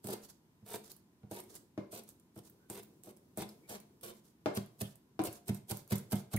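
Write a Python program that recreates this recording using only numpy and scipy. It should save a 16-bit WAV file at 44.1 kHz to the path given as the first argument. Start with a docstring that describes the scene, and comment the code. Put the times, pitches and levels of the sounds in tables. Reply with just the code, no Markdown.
"""A chef's knife minces raw shrimp on a thin plastic board on a counter, close by in a small hard kitchen.
First come ten slow slices: the flesh tears in dense wet crackle and snaps, the edge knocks and grinds
on the board, fingers shuffle the pile, films peel off the rising blade, with squelches and faint squeaks.
From about 4.5 s the strokes turn to quick rocking chops, and board and counter thud harder under
the heel of the knife. A low rumble and hiss lie under it all."""
import sys
import numpy as np
from scipy import signal
from scipy.fft import rfft, irfft
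from scipy.io import wavfile
from scipy.ndimage import uniform_filter1d

SR = 44100
rng = np.random.default_rng(int(sys.argv[2]) if len(sys.argv) > 2 else 0)


def unload_audio(sound):
    """Save the sound as a 16-bit wav file, at the path given as the first command line argument."""
    columns = np.transpose(np.atleast_2d(sound))
    # keep every value between -1 and 1, then stretch to whole-number steps
    steps = np.round(np.clip(columns, -1, 1) * 32767)
    wavfile.write(sys.argv[1], SR, steps.astype(np.int16))


N = 281358
TIME = np.arange(N) / SR


def amp(db):
    """Decibels to gain."""
    return 10 ** (np.asarray(db) / 20)


def on_log(points, hz):
    """Read (Hz, value) points along a log-frequency axis."""
    f, value = np.transpose(points)
    return np.interp(np.log(hz + 1e-3), np.log(f), value)


def bins(x):
    """Bin frequencies of x in Hz."""
    return np.arange(x.shape[-1] // 2 + 1) * SR / x.shape[-1]


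def unit(x):
    """Scale to unit mean energy per channel."""
    return x / np.sqrt(np.mean(np.sum(x ** 2, axis=-1)))


def ring(x, response):
    """Convolve with an impulse response."""
    return signal.oaconvolve(np.atleast_2d(x), np.atleast_2d(response), axes=-1)[:, :N]


def colour(points, size=4096):
    """Minimum-phase impulse response from (Hz, dB) points."""
    cepstrum = irfft(np.log(amp(on_log(points, bins(np.zeros(size))))))
    cepstrum[1:size // 2] *= 2
    cepstrum[size // 2 + 1:] = 0
    return unit(irfft(np.exp(rfft(cepstrum))))


def lowpass(x, hz, order=2):
    """Butterworth low-pass."""
    return signal.sosfilt(signal.butter(order, min(hz, SR / 2 - 1000), fs=SR, output="sos"), x)


def add(out, start_s, sound):
    """Mix a sound in at start_s."""
    i = max(int(start_s * SR), 0)
    out[..., i:i + sound.shape[-1]] += sound[..., :max(N - i, 0)]


def pan(x, right_db):
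    """Favour the right channel."""
    return x * amp(np.array([[-right_db], [right_db]]) / 2)


# Diffuse sound at the two microphone ports. Each row: frequency in Hz, correlation.
PORT_CORRELATION = [(100, 0.91), (250, 0.99), (500, 0.69), (900, 0.43), (2000, -0.3), (16000, -0.096)]


def diffuse(size):
    """White noise at two ports: alike in the bass, nearly unrelated in the treble."""
    noise = rng.standard_normal((2, size))
    mid, side = rfft(noise)
    correlation = np.clip(on_log(PORT_CORRELATION, bins(noise)), -.99, .99)
    shared = mid * np.sqrt((1 + correlation) / 2)
    opposed = side * np.sqrt((1 - correlation) / 2)
    return irfft(np.array([shared + opposed, shared - opposed]), size)


def scatter(x, scatter_db, t60_s, lag_ms):
    """Direct path to both ports, plus quick random echoes off counter, blade and hands."""
    t = TIME[:SR // 12]
    response = amp(scatter_db) * unit(diffuse(len(t)) * 1000 ** (-t / t60_s))
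    lag = int(lag_ms * SR / 1000 * rng.uniform(-1, 1))
    response[0, max(lag, 0)] += 1
    response[1, max(-lag, 0)] += 1
    return ring(x, unit(response))


# Each row: frequency in Hz, reverberation T60 in seconds.
KITCHEN_DECAY = [(120, 0.39), (400, 0.33), (1500, 0.36), (5000, 0.35), (9000, 0.24), (15000, 0.24)]


def kitchen(x, wet_db):
    """Add the room's tail, each band dying at its own rate."""
    t = TIME[:SR // 2]
    noise, centres_hz = diffuse(len(t)), np.geomspace(60, 18000, num=12)
    spectrum, tail = rfft(noise), np.zeros_like(noise)
    for hz, weights in zip(centres_hz, np.eye(len(centres_hz))):
        band = on_log(list(zip(centres_hz, weights)), bins(noise))
        tail += irfft(spectrum * band, len(t)) * 1000 ** (-t / on_log(KITCHEN_DECAY, hz))
    onset = np.minimum(t / 0.0032, 1)
    return x + amp(wet_db) * ring(x, unit(tail * onset))


# Each row: frequency in Hz, relative noise density in dB.
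ROOM_SPECTRUM = [(15, -31), (25, -34), (70, -6.5), (190, 0.5), (309, -4.5), (344, -4.5), (545, -19.5),
                 (818, -20.5), (988, -15.5), (1130, -23), (1520, -24.5), (2690, -28.5), (10100, -32),
                 (14800, -30.5), (16000, -49)]


def room_tone(level_db=-67.5):
    """Low, steady rumble under a smooth hiss."""
    return amp(level_db) * ring(diffuse(N), colour(ROOM_SPECTRUM))


EASE_S, EASE_DB = 0.022, 30.5


def contact(length_s, db, swell_db, t60_s):
    """Gain of one contact: easing in for EASE_S before it bites, a steady swell or fade, a release."""
    t = TIME[:int(min(EASE_S + length_s + t60_s, .4) * SR)] - EASE_S
    ramp_db = swell_db * (np.clip(t / length_s, 0, 1) - .5)
    onset_db = EASE_DB * np.minimum(t / EASE_S, 0)
    release = 1000 ** (-np.maximum(t - length_s, 0) / t60_s)
    return amp(db + ramp_db + onset_db) * release


def grains(gain, per_s, spread_db, clump_db, clump_hz):
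    """Tiny random ruptures of uneven size, coming in clumps under a gain curve."""
    n = len(gain)
    chance, size, sign, clump = rng.random((4, SR // 2))[:, :n]
    strength = amp(-spread_db * np.log(size + 0.062))
    clumping = amp(clump_db * np.interp(TIME[:n] * clump_hz, np.arange(n), 2 * clump - 1))
    clicks = (chance < per_s / SR) * np.sign(sign - .5) * strength * clumping
    local_power = np.abs(uniform_filter1d(clicks ** 2, size=1100))
    return gain * clicks / np.sqrt(local_power + 1e-3)


def spray(clicks, spray_db, t60_s):
    """Each rupture throws a short burst of finer crackle, different at the two ports."""
    decay = unit(1000 ** (-TIME[:SR // 20] / t60_s))
    power = ring(clicks ** 2, decay ** 2)
    bursts = np.sqrt(np.abs(power)) * rng.standard_normal((2, SR // 2))[:, :power.shape[1]]
    out = amp(spray_db) * bursts
    add(out, 0, clicks)
    return out / np.hypot(1, amp(spray_db))


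# Each row: frequency in Hz, relative level in dB, T60 in seconds, signed gain at the microphone.
BOARD_MODES = [(92.2, -3.5, 0.059, -0.66), (150.3, 1.5, 0.25, 1), (197, -6.5, 0.09, 0.63),
               (200.1, -4, 0.14, 1), (276.3, -3, 0.13, -1.32), (345.2, -7.5, 0.19, 0.27),
               (357.2, 4.5, 0.3, -0.35), (396, -9.5, 0.23, 0.96), (455.6, -8, 0.59, 0.36),
               (572, 2, 0.15, -0.87), (645, -28, 0.14, -0.044), (703, -19.5, 0.72, -0.7),
               (910, -19.5, 0.46, 0.45), (1015, -4, 0.16, -0.95), (1445, -17, 0.1, 1),
               (1500, -30, 0.15, -1.1), (1600, -16, 0.11, 0.77), (2064, -3.5, 0.041, -1.9)]


def board():
    """Board and counter answer a tap with decaying modes."""
    t = TIME[:SR // 3]
    return sum(gain * amp(db) * np.sin(2 * np.pi * hz * t) * 1000 ** (-t / t60_s)
               for hz, db, t60_s, gain in BOARD_MODES)


def light_touch(spectrum, modes_db, highpass_hz):
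    """Response to a contact with no weight behind it: a broad knock plus the board's upper modes."""
    upper_modes = signal.sosfilt(signal.butter(3, highpass_hz, "high", fs=SR, output="sos"), board())
    response = amp(modes_db) * unit(upper_modes)
    add(response, 0, colour(spectrum))
    return unit(response)


# Each row: frequency in Hz, relative density in dB.
CRACKLE_SPECTRUM = [(500, -18.5), (1500, -22), (3000, -7.5), (5000, -5), (7200, -5), (8500, 3.5),
                    (10000, -1), (12500, 3), (15000, -4.5), (16500, -7.5)]
GRIND_SPECTRUM = [(70, -15.5), (120, -5), (165, -11.5), (210, 12.5), (280, -20.5), (360, 8), (500, -3),
                  (650, 0.5), (900, -6.5), (1500, -14), (3000, -14.5), (6000, -17.5), (16000, -27)]
# Downstrokes through the flesh. Each row: start and length in seconds, then crackle level,
# swell over the stroke, grind level and later rubbing level in relative dB.
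STROKES = [ (0.045, 0.094, -53.5, 9, -47.5, -72), (0.662, 0.097, -56, 15.5, -49, -66),
           (1.316, 0.083, -58.5, -1.5, -49, -56.5), (1.923, 0.071, -56, -5, -47.5, -68),
           (2.356, 0.036, -65, 6, -62, -64), (2.704, 0.094, -58.5, -2.5, -50.5, -60.5),
           (3.045, 0.065, -65.5, -2, -59, -64.5), (3.38, 0.05, -53.5, 1, -41.5, -59),
           (3.694, 0.068, -57, -9.5, -44.5, -64), (4.034, 0.08, -58, -11, -48, -69.5),
           (4.551, 0.021, -50, 10, -40.5, -63), (4.803, 0.013, -46, 12.5, -42, -81),
           (5.252, 0.021, -45.5, -0.5, -40.5, -74), (5.474, 0.021, -50, 13, -47, -78),
           (5.695, 0.021, -44.5, 5.5, -44, -68), (5.904, .026, -48, 6.5, -40.5, -60),
           (6.113, 0.017, -46, 14, -42, -67), (6.323, 0.016, -50, 9.5, -45, -70)]


def cutting():
    """Fibres tear under the edge: bright crackle in the air, dull grinding through the board."""
    crackle, grind = np.zeros((2, 2, N))
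    for start_s, length_s, crackle_db, swell_db, grind_db, _ in STROKES:
        grind_swell_db = 0.89 * swell_db + 7.5  # grows as the edge nears the board
        tear_gain = contact(length_s, crackle_db, swell_db, t60_s=0.018)
        drag_gain = contact(length_s, grind_db, grind_swell_db, t60_s=0.038)
        tearing = grains(tear_gain, per_s=2500, spread_db=4, clump_db=7, clump_hz=160)
        dragging = grains(drag_gain, per_s=1300, spread_db=5, clump_db=7.5, clump_hz=134.4)
        add(crackle, start_s - EASE_S, spray(tearing, spray_db=11.5, t60_s=0.0084))
        add(grind, start_s - EASE_S, scatter(dragging, scatter_db=-1.5, t60_s=0.052, lag_ms=0.41))
    crackle = ring(crackle, colour(CRACKLE_SPECTRUM))
    grind = ring(grind, light_touch(GRIND_SPECTRUM, modes_db=-14.5, highpass_hz=470))
    return amp(3.5) * kitchen(crackle, wet_db=-9), amp(-1.5) * kitchen(grind, wet_db=-8)


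def settling(window_s=0.087, db=-47, spread_db=3, hz=10500, spread_hz=2500):
    """The flesh settles after each stroke: one faint random snap each, as rows like WET_SNAPS."""
    rows = []
    for start_s, length_s, *_ in STROKES:
        when, size, pitch = rng.random(3)
        snap_s = start_s + length_s + window_s * when
        rows.append((snap_s, db + spread_db * (2 * size - 1), hz + spread_hz * (2 * pitch - 1)))
    return rows


# Each row: frequency in Hz, relative density in dB.
SNAP_SPECTRUM = [(400, -4), (2000, -13), (4000, -13.5), (7000, -5), (8600, 0), (12500, 1), (16000, -3)]
# Each row: start in seconds, relative level in dB, ping pitch in Hz.
WET_SNAPS = [(0.043, -34, 8600), (0.0707, -27.5, 9500), (0.131, -30, 14100), (0.737, -32, 8440),
             (0.8794, -55, 8700), (0.9171, -34, 4180), (0.965, -44, 8470), (1.3125, -34.5, 8400),
             (1.4024, -32, 8700), (1.553, -32.5, 8000), (2.0897, -35.5, 11600), (2.198, -49, 9100),
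             (2.4982, -43.5, 13500), (2.7006, -26, 8600), (2.7546, -38, 8600), (2.832, -37.5, 15000),
             (3.0356, -37, 8500), (3.1656, -50, 10300), (3.3737, -26.5, 8360), (3.4906, -41, 4970),
             (3.8013, -40.5, 9300), (4.011, -42.5, 9400), (4.55, -33.5, 9770), (4.569, -35, 11300),
             (4.661, -46, 12600), (4.9563, -43.5, 8340), (5.218, -38, 9000), (5.238, -25.5, 8640),
             (5.3282, -33, 10500), (5.5463, -31, 13200), (5.698, -32, 14500), (5.771, -30, 13100),
             (5.877, -42.5, 11600), (5.9567, -24.5, 11900), (5.9818, -31, 11000), (6.1127, -31, 9900),
             (6.1559, -31, 8600), (6.364, -22.5, 11600)]


def snaps(burst_t60_s=0.008, ping_db=-7, ping_t60_s=0.003):
    """A fibre or film snaps: milliseconds of crackle with the ping of a tiny air pocket."""
    out, t = np.zeros((2, N)), TIME[:SR // 30]
    for start_s, db, hz in list(WET_SNAPS) + settling():
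        burst = unit(rng.standard_normal(len(t)) * 1000 ** (-t / burst_t60_s))
        ping = unit(np.sin(2 * np.pi * hz * t) * 1000 ** (-t / ping_t60_s))
        snap = scatter(burst + amp(ping_db) * ping, scatter_db=-2.5, t60_s=0.044, lag_ms=0.27)
        add(out, start_s, amp(db) * unit(snap))
    return amp(9) * kitchen(ring(out, colour(SNAP_SPECTRUM)), wet_db=-7)


# Each row: delay in ms, bass gain.
WALL_ECHOES = [(9.5, 1.38), (26.2, 0.58), (35.5, 0.15)]
# The blade landing on the board. Each row: start in seconds, relative thud level in dB,
# push length in ms, relative clack level in dB, clack cutoff in Hz.
LANDINGS = [ (0.045, -43.5, 4, -44.5, 2500), (0.087, -47, 2, -39, 1500), (0.129, -58, 5.2, -41, 2500),
            (0.625, -51, 5.8, -66, 500), (0.736, -54, 4.2, -46.5, 2000), (1.233, -45.5, 6, -55.5, 700),
            (1.312, -46, 5.1, -39, 1170), (1.777, -43.5, 1.6, -33, 840), (1.929, -52, 5.3, -44.5, 900),
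            (2.363, -47.5, 5.7, -48, 890), (2.699, -51.5, 3, -45.5, 1560), (3.072, -58.5, 2.6, -48, 503),
            (3.375, -43.5, 2.9, -37, 690), (3.419, -72, 1.7, -44.5, 2000), (3.696, -55, 2.7, -51, 500),
            (4.459, -41.5, 1.7, -23, 1570), (4.571, -34, 4.4, -54, 2500), (4.815, -32.5, 6.2, -47, 2500),
            (5.192, -40.5, 2.6, -25, 1500), (5.238, -63, 1.5, -39, 1500), (5.273, -35, 11, -53, 2500),
            (5.4919, -28.5, 4.64, -39, 2020), (5.711, -32, 7.04, -39.5, 2580), (5.919, -26, 5, -34.5, 3500),
            (6.129, -29, 3.7, -34.5, 3500), (6.339, -25, 6.3, -35.5, 3500)]


def thuds():
    """Each landing pushes the board's modes; a long soft push wakes only the lowest."""
    force, t = np.zeros(N), TIME[:SR // 50]
    for start_s, thud_db, push_ms, _, _ in LANDINGS:
        push = np.sin(np.pi * np.minimum(t * 1000 / push_ms, 1)) ** 2
        add(force, start_s, amp(thud_db) * push / push.sum())
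    out = ring(force, board())[0]
    # the walls return the bass whole and scatter the rest
    bass = lowpass(lowpass(out, hz=496)[::-1], hz=630)[::-1]
    for delay_ms, gain in WALL_ECHOES:
        add(out, delay_ms / 1000, gain * bass)
    return kitchen(out, wet_db=-12)


# Each row: frequency in Hz, relative density in dB.
CLACK_SPECTRUM = [(100, -33), (220, -14.5), (320, 1.5), (440, -3), (700, -6), (1100, -16.5), (1350, -13.5),
                  (2300, -16), (4000, -10), (8500, -15.5), (16000, -13)]


def clacks(contact_ms=0.59, peak_db=-7):
    """The edge beds into the board and slaps it on the counter; a cushioned slap is duller."""
    out = np.zeros((2, N))
    body = light_touch(CLACK_SPECTRUM, modes_db=-11.5, highpass_hz=282)
    push = np.sin(np.pi * np.minimum(TIME[:SR // 100] * 1000 / contact_ms, 1)) ** 2
    hard_peak = amp(peak_db) * (push == push.max())  # steel meets plastic
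    force = push / push.sum() + hard_peak
    for start_s, _, _, clack_db, cutoff_hz in LANDINGS:
        knock = ring(lowpass(body, cutoff_hz, order=1), force)
        clack = scatter(knock, scatter_db=3.5, t60_s=0.064, lag_ms=0.32)
        add(out, start_s, amp(clack_db) * unit(clack))
    return amp(21.5) * kitchen(out, wet_db=-2)


# Each row: frequency in Hz, relative density in dB.
RUB_SPECTRUM = [(50, -33), (110, 3), (210, -1.5), (380, 3), (600, -11), (1000, -20.5), (2000, -32),
                (5000, -26), (16000, -25)]


def shuffling(delay_s=0.009, length_s=0.37):
    """Fingers and flesh rub softly on the board, swelling after each stroke and never quite stopping."""
    gain = np.full(N, amp(-79.5))
    swell = np.sin(np.linspace(0, np.pi, int(length_s * SR)))
    for start_s, *_, rub_db in STROKES:
        add(gain, start_s + delay_s, amp(rub_db) * swell)
    return amp(-6) * ring(diffuse(N) * gain, colour(RUB_SPECTRUM))


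# Each row: frequency in Hz, relative density in dB.
PEEL_SPECTRUM = [(300, -0.5), (1000, -1), (2500, -12), (3600, -4.5), (6000, -1), (8600, -1.5),
                 (12000, -1.5), (16000, -8.5)]
# Each row: start in seconds, length in seconds, relative level in dB, swell in dB.
FILM_PEELS = [ (0.23, 0.02, -53, 3), (0.289, 0.012, -52.5, 5.5), (0.843, 0.036, -57, -4),
              (0.902, 0.0097, -50, 2), (1.499, 0.03, -59.5, -8), (1.54, 0.026, -52.5, 5),
              (2.074, 0.035, -62, 0), (2.438, 0.037, -61.5, 7), (3.489, 0.055, -67, -8),
              (4.151, 0.041, -66.5, 0), (4.245, 0.062, -69, -9), (4.858, 0.065, -64, 2),
              (5.317, 0.058, -56.5, -1), (5.53, 0.041, -59, 7), (5.743, 0.063, -56.5, -4),
              (5.945, 0.05, -54, -5), (6.153, 0.048, -53.5, 2)]


def peeling():
    """Sticky films of flesh break in a thin, sparse crackle as the blade rises."""
    out = np.zeros((2, N))
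    for start_s, length_s, db, swell_db in FILM_PEELS:
        gain = contact(length_s, db, swell_db, t60_s=0.028)
        films = grains(gain, per_s=1400, spread_db=4, clump_db=5, clump_hz=150)
        add(out, start_s - EASE_S, spray(films, spray_db=9, t60_s=0.05))
    return amp(-2.5) * kitchen(ring(out, colour(PEEL_SPECTRUM)), wet_db=-8.5)


# Each row: start in seconds, relative level in dB, pitch in Hz, length in seconds.
WET_SQUEAKS = [(0.907, -52.5, 4230, .016), (2.585, -72.5, 1490, 0.091), (3.423, -52, 3400, 0.024),
               (3.487, -53, 4880, 0.012), (3.618, -72, 2210, 0.064), (4.825, -51.5, 3050, 0.055),
               (5.277, -52, 2770, 0.014), (5.923, -41.5, 1990, 0.015), (5.946, -48, 3630, 0.015),
               (6.152, -50, 3360, 0.028), (6.367, -41, 2040, 0.012)]


def squelches(wobble=0.09, wobble_hz=900, glide=0.06):
    """Short wet squelches and faint longer squeaks, their pitch unsteady and rising."""
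    out = np.zeros((2, N))
    for start_s, db, hz, length_s in WET_SQUEAKS:
        progress = np.linspace(0, 1, int(length_s * SR))
        jitter = np.interp(TIME[:len(progress)] * wobble_hz, np.arange(200), rng.standard_normal(200))
        pitch_hz = hz * (1 + glide * (progress - .5) + wobble * jitter)
        phase = 2 * np.pi * np.cumsum(pitch_hz) / SR
        squeak = amp(db) * np.sin(np.pi * progress) * np.sin(phase)
        add(out, start_s, scatter(squeak, scatter_db=8, t60_s=0.015, lag_ms=0.2))
    return kitchen(out, wet_db=-10)


def scene():
    """Crackle, peels, snaps and thuds sit to the right; the rest is centred."""
    crackle, grind = cutting()
    wet = pan(crackle, right_db=3.5) + pan(peeling(), right_db=4) + pan(snaps(), right_db=4.5)
    return wet + squelches() + pan(thuds(), right_db=2.5) + grind + clacks() + shuffling() + room_tone()


def record(dry):
    """The phone cuts the treble above 15.7 kHz."""
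    return signal.sosfilt(signal.ellip(10, .2, 80, 15700, fs=SR, output="sos"), dry)


dry = scene()
out = record(dry)
unload_audio(out)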